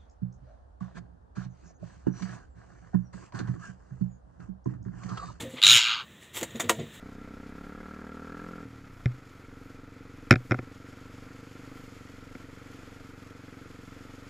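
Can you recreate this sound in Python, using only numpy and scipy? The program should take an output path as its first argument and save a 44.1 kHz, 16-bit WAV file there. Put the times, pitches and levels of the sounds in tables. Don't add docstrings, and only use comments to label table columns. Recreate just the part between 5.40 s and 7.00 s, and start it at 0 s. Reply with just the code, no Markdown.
import sys
import numpy as np
from scipy import signal
from scipy.fft import rfft, irfft
from scipy.io import wavfile
from scipy.ndimage import uniform_filter1d

SR = 44100
rng = np.random.default_rng(int(sys.argv[2]) if len(sys.argv) > 2 else 0)


def transcribe(u):
    v = np.clip(np.atleast_2d(u).T, -1, 1)
    q = np.round(v * 32767).astype(np.int16)
    wavfile.write(sys.argv[1], SR, q)


N = 70560
TIME = np.arange(N) / SR

# frequency in Hz, level in dB.
RUB_SPECTRUM = [(120, -43.5), (200, -6.5), (440, -7), (623, -9.5), (735, -9), (1160, -5.5), (1650, -12.5),
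                (2020, -1.5), (2470, -6.5), (3560, -3), (5130, -18.5), (7540, -4), (8900, -15),
                (14900, -11.5), (16000, -11)]


def from_db(db):
    return 10 ** (np.asarray(db) / 20)


def rms_one(x):
    return x / np.sqrt(np.mean(x ** 2) + 1e-20)


def in_time(rows):
    times, *columns = np.transpose(rows)
    return [np.interp(TIME, times, column) for column in columns]


def evened(x, size):
    return x / np.sqrt(uniform_filter1d(uniform_filter1d(x * x, size), size) + 1e-12)


def noise(spectrum):
    hz, db = np.transpose(spectrum)
    f = np.maximum(np.arange(N // 2 + 1) * SR / N, 1)
    gain = from_db(np.interp(np.log(f), np.log(hz), db))
    roll_off = np.hypot(1, (hz[0] / f / 2 + f / hz[-1] / 2) ** 4)
    return rms_one(irfft(rfft(rng.standard_normal(N)) * gain / roll_off, N))


def cut(x, hz, kind, order=2):
    return signal.sosfilt(signal.butter(order, hz, kind, fs=SR, output="sos"), x)


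def resonate(x, hz, width_hz):
    turn = np.exp(2j * np.pi * np.cumsum(hz * np.ones(N)) / SR)
    return 2 * np.real(turn * cut(x / turn + 1e-18, width_hz / 2, "low"))


def ring(modes, start):
    age = np.maximum(TIME - start, 0)
    tones = sum(rng.choice([-1, 1]) * from_db(db - 60 * age / ring_s) * np.sin(2 * np.pi * hz * age)
                for hz, db, ring_s in modes)
    return tones / np.sqrt(sum(from_db(db) ** 2 for _, db, _ in modes) / 2)


def swell(start, rise, fade, hold=0):
    age = TIME - start
    return np.clip(age / rise, 0, 1) * np.exp(-np.maximum(age - rise - hold, 0) / fade)


def yard():
    # frequency in Hz, level in dB.
    spectrum = [(30, -36), (60, -6.5), (110, -4), (190, -4.5), (300, -9.5), (480, -13), (750, -22.5),
                (1300, -17.5), (1600, -20), (1820, -10), (2150, -19.5), (3800, -15), (4500, -35.5),
                (5300, -34.5), (7300, -23.5), (9200, -34), (12500, -41), (15200, -29)]
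    # time in seconds, level in dB.
    loudness = [(0, -42.5), (.2, -61), (.7, -53), (.92, -54.5), (1.1, -48), (1.5, -50.5), (1.6, -49.5)]
    return from_db(in_time(loudness)[0]) * noise(spectrum)


def rumble():
    # frequency in Hz, level in dB.
    spectrum = [(24, -54), (40, -40), (118, 2.5), (151, -10), (241, -8.5), (376, -18), (434, -14.5),
                (700, -15), (910, -46.5), (1540, -120)]
    # time in seconds, level in dB.
    loudness = [(.05, -47), (.22, -72), (.26, -43.5), (.37, -41.5), (.41, -71), (.92, -68), (1.02, -47.5),
                (1.1, -63), (1.22, -48), (1.42, -42.5), (1.53, -74)]
    return from_db(in_time(loudness)[0]) * noise(spectrum)


def echoes(x, level_db=-7, ring_s=0.056, delay_s=0.0045):
    tail = rng.standard_normal(N) * swell(delay_s, rise=0.00033, fade=ring_s / np.log(1000))
    return from_db(level_db) * signal.fftconvolve(x, tail / np.linalg.norm(tail))[:N]


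def scrapes(grain_db=2.0, grain_hz=250):
    # start in seconds, level in dB, rise and fade in seconds, top frequency in Hz.
    slides = [(0, -37, 0.0081, 0.02, 12300), (.085, -53.5, 0.02, 0.15, 12000),
              (0.153, -38.5, 0.032, 0.023, 4210), (0.799, -54, 0.033, 0.034, 11900),
              (0.931, -34, 0.042, 0.024, 15900), (1.14, -50, 0.029, 0.013, 14200),
              (1.52, -52, 0.025, 0.033, 13870)]
    out = 0
    for start, db, rise, fade, top_hz in slides:
        grain = from_db(grain_db * rms_one(cut(rng.standard_normal(N), grain_hz, "low")))
        rustle = rms_one(cut(grain * noise(RUB_SPECTRUM), top_hz, "low", order=4))
        out += from_db(db) * swell(start, rise, fade) * rustle
    return out


def bumps(rattle_db=-13.5):
    # start in seconds, level in dB, rise and fade in seconds, main tone in Hz,
    # main tone level in dB, boom level in dB.
    pushes = [(.003, -39.5, 0.03, .03, 279.6, -2.5, 0.5), (.046, -38, 0.0048, .035, 525, -4, -4),
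              (0.134, -33.5, 0.0063, .014, 250, -3.5, -6), (1.014, -31.5, 0.0085, .012, 329, -3, 0),
              (1.145, -31.5, 0.011, 0.014, 223, -1.5, -2), (1.228, -28.5, 0.016, 0.021, 240, -5.5, -7),
              (1.38, -30.5, 0.016, 0.035, 158.8, -6, -1.5), (1.587, -46.5, 0.013, .02, 210, 4.5, 2)]
    # frequency in Hz, level in dB, ring time in seconds (sets the width).
    cage_modes = [(109, -4, .12), (159, -4.5, 0.088), (234, 1.5, 0.34), (285, -12.5, 0.025),
                  (338, -5.5, 0.05), (461.4, -1, 0.068), (540, -20.5, .04), (650, -13, .05)]
    out = 0
    for start, db, rise, fade, tone_hz, tone_db, boom_db in pushes:
        boom = 0
        for hz, mode_db, ring_s in cage_modes:
            width_hz = 2 * np.log(1000) / (np.pi * ring_s)
            boom += from_db(mode_db) * rms_one(resonate(rng.standard_normal(N), hz, width_hz))
        boom = from_db(boom_db) * evened(boom, size=600)
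        tone = from_db(tone_db) * np.sqrt(2) * np.sin(2 * np.pi * tone_hz * (TIME - start))
        rattle = from_db(rattle_db) * cut(noise(RUB_SPECTRUM), hz=4500, kind="low")
        out += from_db(db) * swell(start, rise, fade) * (boom + tone + rattle)
    return cut(out, hz=94, kind="high", order=4)


def wire_ticks():
    # frequency in Hz, level in dB, ring time in seconds.
    wire_modes = [(3540, -2, .04), (3650, -6, 0.028), (1980, -8, 0.034), (6850, -1, 0.027)]
    # start in seconds, level in dB.
    flicks = [(1.107, -45.5), (1.158, -41), (1.204, -24), (1.398, -44)]
    return sum(from_db(db) * ring(wire_modes, start) for start, db in flicks)


def knocks(tail_db=-22, tail_s=0.032):
    # start in seconds, level in dB, rise and fade in seconds, board and clack levels in dB.
    hits = [(1.011, -36, 0.0011, 0.0064, -14, 2), (1.0287, -28, 0.0017, 0.0054, -18, 1.5),
            (1.196, -24, 0.00393, 0.013, -15.5, -2), (1.2889, -37, 0.0029, 0.004, 0, 1.5),
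            (1.294, -13, 0.0012, 0.0051, -6, -0.5)]
    # frequency in Hz, level in dB, ring time in seconds.
    board_modes = [(218.4, -14.5, 0.6), (330, -6.5, 0.15), (444.6, -2, 0.21), (530, -2, 0.067),
                   (656, -9.5, 0.15), (722, -7.5, 0.087), (943, -3.5, 0.091), (1390, -4, 0.022),
                   (1883, -3, 0.082)]
    # frequency in Hz, level in dB.
    clack_spectrum = [(300, -4), (420, -4), (700, -2.5), (850, -11.5), (1000, -6), (1250, -8.5), (1450, -7),
                      (2000, -9), (3700, -9.5), (5100, -21.5), (6100, -15), (7200, -4.5), (9000, -19.5),
                      (14500, -23), (16000, -20)]
    out = 0
    for start, db, rise, fade, board_db, clack_db in hits:
        shape = swell(start, rise, fade) + from_db(tail_db) * swell(start, rise, tail_s)
        clack = from_db(clack_db) * shape * evened(noise(clack_spectrum), size=100)
        board = from_db(board_db) * ring(board_modes, start + rise / 2)
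        out += from_db(db) * (clack + board)
    return cut(out, hz=210, kind="high")


def voice_puffs(start, end, rise, fade, spread_db=2):
    # time in seconds, puffs per second.
    puff_rate = [(.218, 101.3), (.25, 102.8), (.268, 89), (.29, 107.2), (.33, 129.4), (.37, 115.2),
                 (.41, 113.1), (.52, 115.2), (.62, 124.7)]
    # time in seconds, share of a puff's strength.
    leakage = [(.22, .02), (.27, 0.068), (.34, 0.17), (.41, 0.41), (.6, 0.43)]
    rate, = in_time(puff_rate)
    leak, = in_time(leakage)
    cycles = np.cumsum(rate * (TIME > start)) / SR
    openings = np.flatnonzero(np.diff(np.ceil(cycles)) * (TIME[1:] < end))
    strengths, lateness = rng.standard_normal((80, 2))[:len(openings)].T
    stumble_s = 0.00031 + 0.0014 * leak[openings]
    times = TIME[openings] + lateness * stumble_s
    return leak + sum(from_db(spread_db * strength) * swell(time, rise, fade, hold=0.001)
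                      for time, strength in zip(times, strengths))


def squawk(start=0.2163, end=0.645, rise=0.00079, fade=0.0015, wander_hz=169.4):
    # time in seconds, level in dB.
    effort = [(.212, -40), (.219, -25), (.237, -13), (.25, -18.5), (.268, -13), (.285, -15.5), (.305, -12),
              (.368, -13), (.395, -20.5), (.412, -25), (.525, -30), (.57, -35), (.608, -34), (.645, -52.5)]
    # time in seconds, pitch in Hz, level in dB added to the effort.
    shrill = [(.22, 3410, -4), (.24, 3786, -1.5), (.315, 3700, -3.5), (.345, 3064, -6.5), (.40, 2867, -16),
              (.46, 2840, -6.5), (.62, 2800, -13)]
    # frequency in Hz, width in Hz, level in dB.
    throat = [(1308, 230, 2.5), (1572, 200, -0.5), (964, 240, -11.5)]
    beak = [(2480, 620, -2), (2858, 224, 2.5), (3250, 370, 0), (3800, 410, 0)]
    edge = [(4345, 417, -3), (4860, 480, -11.5)]
    treble = [(5150, 1140, -7.5), (6300, 720, -9), (6840, 380, 0.5), (7330, 690, -12.5)]
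    air = [(8700, 1150, 2.5), (10200, 1800, -7), (11900, 660, -4), (13400, 760, -4.5), (15200, 1400, -9.5)]
    # time in seconds, then each group's level in dB added to the effort.
    group_levels = [(.22, -20.5, -7, -14, -20, -27), (.27, -17.5, -5.5, -24, -7.5, -20.5),
                    (.35, -20.5, -5.5, -33, -11, -19), (.41, -15.5, -1, -11, -7.5, -25.5),
                    (.47, -7.5, 0, -11, -15, -27), (.53, -4.5, 1.5, -7.5, -15, -35),
                    (.61, -6, -6.5, -16, -24.5, -45)]
    # time in seconds, frequency multipliers for throat, treble and air.
    band_shifts = [(.24, 0.98, 1.036, 1.05), (.31, 1.092, 0.985, 1.02), (.385, 1.007, 1.03, .94),
                   (.46, 1.007, 1, 0.92), (.6, 0.94, 0.946, 1.03)]

    puffs = voice_puffs(start, end, rise, fade)
    pitch, shrill_db = in_time(shrill)
    wander = wander_hz * rms_one(cut(rng.standard_normal(N), hz=292, kind="low"))
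    tone = np.sin(2 * np.pi * np.cumsum(pitch + wander) / SR)
    voice = from_db(shrill_db) * evened(puffs * tone, size=420)
    throat_shift, treble_shift, air_shift = in_time(band_shifts)
    groups = [(throat, throat_shift), (beak, 1), (edge, 1), (treble, treble_shift), (air, air_shift)]
    for (bands, shift), group_db in zip(groups, in_time(group_levels)):
        rasp = sum(from_db(db) * resonate(puffs * rng.standard_normal(N), hz * shift, width_hz)
                   for hz, width_hz, db in bands)
        voice += from_db(group_db) * evened(rasp, size=420)
    loudness = from_db(in_time(effort)[0]) * swell(start, rise, fade, hold=end - start)
    return cut(voice * loudness, hz=700, kind="high", order=4)


def scene():
    near = squawk() + knocks() + bumps() + scrapes() + wire_ticks()
    return np.tile(near + echoes(near) + rumble() + yard(), (2, 1))


def record(dry, ceiling=0.95, stop_hz=16500):
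    rounded = dry / (1 + (dry / ceiling) ** 8) ** (1 / 8)
    return signal.sosfilt(signal.cheby2(14, 70, stop_hz, fs=SR, output="sos"), rounded)


dry = scene()
out = record(dry)
transcribe(out)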